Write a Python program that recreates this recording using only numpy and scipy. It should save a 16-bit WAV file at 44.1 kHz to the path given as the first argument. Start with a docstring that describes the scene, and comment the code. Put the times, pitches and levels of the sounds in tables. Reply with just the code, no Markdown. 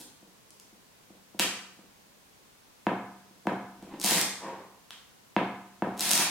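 """Peeling an adhesive sheet from glass

A sticky dust-remover sheet is patted onto the glass of a phone on a table, and peeled off, in a bare, ringing room.
The first peel creeps and ends in one sharp crack; two later ones are quick rips: dense clicks of breaking glue threads.
Pats are soft force pulses that excite damped modes of phone and table; sliding hand and phone give stick-slip grains.
Standing waves, a diffuse tail and one wall echo surround them, over steady hiss and a faint rumble."""
import sys
import numpy as np
from scipy import signal
from scipy.fft import rfft, irfft
from scipy.io import wavfile

SR = 44100
rng = np.random.default_rng(int(sys.argv[2]) if len(sys.argv) > 2 else 0)


def output_pcm(signal):
    """Save a mono or channel-first signal as 16-bit PCM at the path in sys.argv[1].

    Samples are clipped to [-1, 1] before scaling.
    """
    pcm = np.clip(np.atleast_2d(signal).T, -1, 1) * 32767
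    wavfile.write(sys.argv[1], SR, np.round(pcm).astype(np.int16))


N = 277830
TIME = np.arange(N) / SR

# rips at a steady pull; rattle_db is the sheet's rattle relative to the rip, halfway through:
# start_s, end_s, rip_db, rattle_db
RIPS = [(-0.1, 0.011, -46.5, -22), (4.05, 4.182, -31, 0.5), (6.016, 6.223, -34, 2.5)]
# the largest patches of glue let go: time_s, level_db
GLUE_SNAPS = [(0.506, -33.5), (0.599, -30.5), (3.9993, -20.5), (4.0149, -15.5), (4.045, -7), (4.062, -5.5),
              (4.1195, -12), (4.214, -5), (5.995, -12), (6.0077, -7), (6.0712, -12.5), (6.0935, -9),
              (6.1091, -5), (6.134, -2.5), (6.1541, -6.5), (6.1777, -5), (6.205, -14)]
# fingers pat or nudge the phone, or the sheet tugs it: time_s, strength_db
TOUCHES = [(0.226, -29), (0.727, -32.5), (1.103, -26.5), (1.3456, -21.5), (1.3969, -5), (1.789, -28),
           (2.868, 4), (3.306, -33), (3.455, -16.5), (3.4707, 2.5), (3.826, -20), (4.044, -7.5),
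           (4.119, -4.5), (5.3649, 5.5), (5.8222, 1.5)]


def from_db(db):
    """Amplitude ratio of a level: 20 dB per factor of ten."""
    return 10 ** (np.asarray(db) / 20)


def unit_energy(x):
    """Energy normalisation: the squares sum to one."""
    return x / np.sqrt(np.sum(x ** 2) + 1e-20)


def at_hz(points, hz):
    """Linear interpolation of a table on a log-frequency axis."""
    f, value = np.transpose(points)
    return np.interp(np.log(np.maximum(hz, 1)), np.log(f), value)


def through(x, response):
    """Linear system: convolution with an impulse response."""
    return signal.oaconvolve(x, response)[:N]


def colour(x, spectrum, size=4096):
    """Minimum-phase filtering: a folded cepstrum makes the response causal; white input keeps its power."""
    hz = np.arange(size // 2 + 1) * SR / size
    cepstrum = irfft(np.log(from_db(at_hz(spectrum, hz))))
    cepstrum[1:size // 2] *= 2
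    cepstrum[size // 2 + 1:] = 0
    response = irfft(np.exp(rfft(cepstrum)))
    return through(x, unit_energy(response))


def resonance(x, hz, width_hz):
    """Damped oscillator: a pole pair whose radius sets the bandwidth, with gain one on top."""
    r = np.exp(-np.pi * width_hz / SR)
    zeros = np.array([1, 0, -1]) * (1 - r * r) / 2
    poles = [1, -2 * r * np.cos(2 * np.pi * hz / SR), r * r]
    return signal.lfilter(zeros, poles, x + 1e-18)


def add(track, s, sound):
    """Superposition: mix a short sound into a track at time s."""
    start = int(np.clip(round(s * SR), 0, N - 1))
    track[start:start + len(sound)] += sound[:N - start]


def stereo_noise(size, likeness):
    """Partial coherence: mid and side noise are weighted to give the tabled left-right correlation by band."""
    mid, side = rfft(rng.standard_normal((2, size)))
    hz = np.arange(len(mid)) * SR / size
    alike = np.clip(at_hz(likeness, hz), -1, 1)
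    return hz, np.sqrt((1 + alike) / 2) * mid + np.sqrt((1 - alike) / 2) * side * [[1], [-1]]


def grains(per_s, spread_db, clump_db, clumps_per_s):
    """Stick-slip: tiny random clicks of uneven size come in clumps; rms one."""
    size_db = spread_db * np.minimum(rng.exponential(1, N), 4)
    sizes = from_db(size_db) * rng.choice([-1, 1], N)
    occurs = rng.random(N) < per_s / SR
    grip = np.interp(TIME * clumps_per_s, np.arange(N), np.clip(rng.standard_normal(N), -2, 2))
    return np.sqrt(N) * unit_energy(sizes * occurs * from_db(clump_db * grip))


def burst(decay_s, size=2048, count=8):
    """Avalanche: decaying micro-clicks, their spectrum flattened so that they have no pitch; energy one."""
    age = TIME[:size] / np.clip(decay_s, .0002, .01)
    clicks = rng.standard_normal(size) * np.exp(-age / 2)
    for _ in range(count):
        flat = irfft(np.exp(1j * np.angle(rfft(clicks))))
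        clicks = flat * np.clip(4 - age, 0, 1)   # fade out between three and four decay times
    return unit_energy(clicks)


def swell(start, end, attack_s, release_s):
    """Exponential growth and decay: gain is one from start to end; attack and release span 60 dB."""
    before, after = np.maximum(start - TIME, 0), np.maximum(TIME - end, 0)
    return from_db(-60 * (before / attack_s + after / release_s))


def peel(attack_s=0.11, release_s=0.11, rattle_growth_db_per_s=27):
    """Fracture noise: glue threads break by the thousand; the growing free part of the sheet rattles with them."""
    # spectra of breaking threads and rattling sheet: frequency_hz, level_db
    rip_spectrum = [(30, -39), (150, -19), (700, -4), (2000, -13.5), (3800, 0.5), (6000, -3), (9000, -1),
                    (12000, -5.5), (16000, -11)]
    sheet_spectrum = [(70, -30), (180, 7), (450, -4.5), (900, 5.5), (1300, 1.5), (2200, 4), (3200, 1.5),
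                      (5000, 0), (9000, -3.5), (16000, -11)]
    pull, shake = np.zeros((2, N))
    for start, end, db, rattle_db in RIPS:
        rip = from_db(db) * swell(start, end, attack_s, release_s)
        past_halfway_s = np.clip(TIME, start, end) - (start + end) / 2
        pull += rip
        shake += rip * from_db(rattle_db + rattle_growth_db_per_s * past_halfway_s)
    threads = grains(per_s=4000, spread_db=4.0, clump_db=4.0, clumps_per_s=280)
    rattle = grains(per_s=2500, spread_db=3.0, clump_db=3.0, clumps_per_s=200)
    return colour(pull * threads, rip_spectrum) + colour(shake * rattle, sheet_spectrum)


def small_snaps(count=40, gap_s=0.011, lead_s=0.045):
    """Stick and slip: uneven little snaps announce each rip and go on through it; rows of time_s, level_db."""
    over_rip_db, scatter_db, growth_db_per_s = 13.5, 5.5, 206   # growth acts only before the rip starts
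    rows = []
    for start, end, db, _ in RIPS:
        times = start - lead_s + gap_s * (np.arange(count) + rng.uniform(-.5, .5, count))
        levels = db + over_rip_db + scatter_db * rng.standard_normal(count)
        levels -= growth_db_per_s * np.maximum(start - times, 0)
        rows += [(s, level) for s, level in zip(times, levels) if 0 < s < end]
    return rows


def snaps(snap_db=1.0, avalanche_s=0.0007, avalanche_db=-1.0, count=12):
    """Sudden release: a patch of glue gives way with a click and tears its neighbours along."""
    # spectrum of a snap: frequency_hz, level_db
    snap_spectrum = [(30, -55), (150, -34), (700, -6), (2000, -9.5), (3800, 2.5), (6000, 3), (9000, 2),
                     (12000, -1), (16000, -12)]
    out = np.zeros(N)
    avalanches = [burst(avalanche_s) for _ in range(count)]
    for k, (s, db) in enumerate(list(GLUE_SNAPS) + small_snaps()):
        add(out, s, from_db([db]))
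        add(out, s, from_db(db + avalanche_db) * avalanches[k % count])
    return from_db(snap_db) * colour(out, snap_spectrum)


def flicks(flutter_s=0.0058, crinkle_db=-35):
    """Elastic release: the springing or patted sheet cracks, then flutters briefly; returns both."""
    # the sheet springs free or buckles: time_s, crack_db, flutter_db
    releases = [(1.392, -14, -6), (1.3961, 1.5, 1), (3.469, -26, -30.5), (3.826, -35, -35),
                (4.907, -26.5, -41)]
    # spectra of crack and papery flutter: frequency_hz, level_db
    crack_spectrum = [(30, -45), (150, -7), (1000, -1.5), (3500, 5), (8000, 0.5), (12000, -5), (16000, -9)]
    flutter_spectrum = [(30, -24), (150, -39), (450, -10), (750, -20), (1200, -7.5), (1600, -5.5),
                        (2700, 0), (4500, -5.5), (8000, -8), (12000, -12.5), (16000, -20)]
    crinkles = [(s, db + crinkle_db, db + crinkle_db) for s, db in TOUCHES]   # under the fingers
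    crack, flutter = np.zeros((2, N))
    for s, crack_db, flutter_db in list(releases) + crinkles:
        add(crack, s, from_db([crack_db]))
        add(flutter, s, from_db(flutter_db) * burst(flutter_s))
    return colour(crack, crack_spectrum), colour(flutter, flutter_spectrum)


def pats(knock_s=0.002217, knock_db=4.5, bass_hz=125, jolt_db=-12, mode_scatter_db=1.5, size=2048):
    """Modal impact: fingertips or a snap's jolt excite the phone; a moment later it knocks dully on the table."""
    # heavily damped modes of the phone under the hand and the table top: frequency_hz, width_hz, level_db
    phone_modes = [(690, 280, -4), (970, 140, 3), (1493, 130, -3), (2300, 1800, -7.5), (3280, 450, -19)]
    table_modes = [(221, 72, 2), (304, 150, -6), (515, 63, -2.5)]
    radiation = signal.butter(3, bass_hz, "high", fs=SR, output="sos")   # small bodies radiate little bass
    jolts = [(s, db + jolt_db) for s, db in GLUE_SNAPS]
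    out = np.zeros(N)
    for s, db in list(TOUCHES) + jolts:
        contact_hz = 547 + 850 * from_db(db)   # a firmer pat is brighter
        soft = signal.butter(3, min(contact_hz, SR / 4), fs=SR, output="sos")
        force = signal.sosfilt(soft, signal.unit_impulse(size))
        late = from_db(knock_db) * np.interp(TIME[:size] - knock_s, TIME[:size], force, left=0)
        slap = 0
        for hz, width, mode_db in phone_modes:
            # each touch lands on another spot and excites the modes differently
            touch_db = mode_db + mode_scatter_db * rng.standard_normal()
            slap = slap + from_db(touch_db) * resonance(force, hz, width)
        knock = sum(from_db(mode_db) * resonance(late, hz, width) for hz, width, mode_db in table_modes)
        body = signal.sosfilt(radiation, slap + knock)
        add(out, s, from_db(db) * unit_energy(body))
    return out


def nail_ticks(touch_s=0.00058):
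    """Modal ringing: a fingernail catches the edge of the phone, which rings very briefly."""
    # ticks of the nail: time_s, level_db
    ticks = [(4.907, -12), (4.92, -26)]
    # modes of the edge: frequency_hz, width_hz, level_db
    edge_modes = [(1290, 1700, -1), (3060, 620, 3), (5060, 470, -24)]
    touches = np.zeros(N)
    for s, db in ticks:
        add(touches, s, from_db(db) * burst(touch_s))
    return sum(from_db(db) * resonance(touches, hz, width) for hz, width, db in edge_modes)


def rubbing(braking_db_per_s=106):
    """Dry friction: skin and phone catch and slip on the table top."""
    # skin drags briefly on the table: time_s, level_db
    skin_drags = [(0.01, -43.5), (3.845, -47), (3.944, -43), (5.882, -43)]
    # the phone is shoved across the table: start_s, stop_s, start_level_db
    phone_shoves = [(3.925, 3.96, -44), (4.444, 4.61, -33), (4.725, 4.733, -57.5), (5.918, 5.99, -45.5)]
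    # spectra of skin and phone on the table: frequency_hz, level_db
    skin_spectrum = [(40, -12), (130, -9.5), (260, 7), (450, -8.5), (700, -11), (1200, -18), (3000, -24.5),
                     (12000, -47)]
    scuff_spectrum = [(50, -31), (150, -6), (350, -1.5), (700, -1.5), (1000, 2), (1250, -10.5),
                      (2000, -13.5), (4000, -26.5), (12000, -56)]
    drags = sum(from_db(db) * swell(s, s, attack_s=0.24, release_s=0.11) for s, db in skin_drags)
    shoves = np.zeros(N)
    for start, stop, db in phone_shoves:
        slowing_db = braking_db_per_s * np.maximum(TIME - start, 0)   # friction slows each shove
        shoves += from_db(db - slowing_db) * swell(start, stop, attack_s=0.18, release_s=0.11)
    hand = drags * grains(per_s=2500, spread_db=2.0, clump_db=3.5, clumps_per_s=70)
    phone = shoves * grains(per_s=1800, spread_db=2.0, clump_db=1.5, clumps_per_s=86)
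    return colour(hand, skin_spectrum) + colour(phone, scuff_spectrum)


def table_bounce(x, left_s=0.00037, right_s=0.00046, bounce_db=-21.0):
    """Specular reflection: sound from above the table arrives again, a little sooner on the left."""
    gain = from_db(bounce_db)
    both = [x + gain * np.interp(TIME - lag, TIME, x) for lag in (left_s, right_s)]
    return np.array(both) / np.sqrt(1 + gain ** 2)


def far_wall(x, delay_s=0.049, echo_db=-10.0, cut_hz=1200):
    """Discrete echo: one dull reflection from the far wall stands out of the tail."""
    dull = signal.sosfilt(signal.butter(2, cut_hz, fs=SR, output="sos"), x + 1e-18)
    return from_db(echo_db) * np.interp(TIME - delay_s, TIME, dull, left=0)


def room(x, size=36000, count=24, wall_delay_s=0.00048, build_up_s=0.0065):
    """Reverberation: dense wall echoes build up and die band by band; a few standing waves ring on."""
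    # decay of the diffuse tail: frequency_hz, t60_s
    decay_times = [(100, 0.59), (300, 0.6), (700, 0.51), (1200, 0.73), (3000, 0.57), (6000, 0.6),
                   (10000, 0.48), (16000, 0.25)]
    # spectrum of the diffuse tail: frequency_hz, level_db
    tail_spectrum = [(100, 6), (160, 0), (260, -2), (400, 4), (700, 0), (1500, 3), (3000, 3.5), (8000, 3),
                     (16000, 0.5)]
    # left-right likeness of the tail: frequency_hz, correlation
    tail_likeness = [(30, 0.78), (120, 0.98), (350, 0.99), (700, 0.88), (1400, 0.71), (2800, 0.25),
                     (5500, -0.18), (9000, -0.2), (15000, -0.2)]
    # standing waves of the room: frequency_hz, level_db, t60_s
    room_modes = [(123, 11, 0.84), (194.1, 14, 0.85), (282, -8.5, 0.72), (328.6, 0.5, 0.18),
                  (643, -6, 0.48), (717, 13, 0.84), (863, 0.5, 0.72), (1024, 4, 1)]
    hz, noise = stereo_noise(size, tail_likeness)
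    age = np.maximum(TIME[:size] - wall_delay_s, 0)
    build_up = 1 - np.exp(-age / build_up_s)
    centres, tail = np.geomspace(80, 16000, count), 0
    for centre, pick in zip(centres, np.eye(count)):
        share = np.interp(np.log(hz + 1), np.log(centres), pick)   # overlapping triangular bands
        envelope = unit_energy(build_up * from_db(-60 * age / at_hz(decay_times, centre)))
        band = unit_energy(irfft(noise * share) * envelope) * np.sqrt(2 * np.mean(share ** 2))
        tail = tail + from_db(at_hz(tail_spectrum, centre)) * band
    standing = 0
    for f, db, t60 in room_modes:
        width_hz = np.log(1000) / (np.pi * t60)   # 60 dB is a factor of 1000
        standing = standing + from_db(db) * resonance(x, f, width_hz)
    return np.array([through(x, side) for side in tail]) + standing


def air(air_db=-58.5):
    """Stationary noise: microphone hiss, nearly independent in the two channels, over a faint room rumble."""
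    # spectrum of hiss and rumble: frequency_hz, level_db
    air_spectrum = [(15, -48), (25, -8), (50, -7.5), (99, -6), (195, -1), (212, -2), (363, -6.5),
                    (416, -4.5), (489, -5.5), (714, -8), (1020, -7), (1260, -10), (6380, -14.5),
                    (16000, -20.5)]
    # left-right likeness of the noise: frequency_hz, correlation
    noise_likeness = [(50, 0.13), (130, 0.31), (700, 0.0055)]
    _, spectra = stereo_noise(N, noise_likeness)
    return from_db(air_db) * np.array([colour(side, air_spectrum) for side in irfft(spectra, N)])


def scene():
    """Direct and reverberant fields: each source arrives directly and, by its own share, through the room."""
    rip, snap, pat, tick, rub = peel(), snaps(), pats(), nail_ticks(), rubbing()
    crack, flutter = flicks()
    from_sheet = table_bounce(snap + crack + from_db(-3.5) * rip + from_db(-2.5) * flutter)
    direct = from_sheet + pat + tick + from_db(-5.0) * rub
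    sheet_to_walls = from_db(-0.5) * snap + from_db(-15.0) * crack + from_db(-1.6) * rip + from_db(4.0) * flutter
    hand_to_walls = from_db(0.33) * pat + from_db(1.5) * tick + from_db(-5.5) * rub
    to_walls = sheet_to_walls + hand_to_walls
    balance = from_db([[0.2], [-0.2]])   # left, right
    return direct * balance + room(to_walls) + far_wall(to_walls) + air()


def record(dry, cutoff_hz=16200):
    """Band limiting: a steep elliptic low-pass cuts the top."""
    steep = signal.ellip(10, .1, 80, cutoff_hz, fs=SR, output="sos")   # 0.1 dB ripple, 80 dB rejection
    return signal.sosfilt(steep, dry)


dry = scene()
out = record(dry)
output_pcm(out)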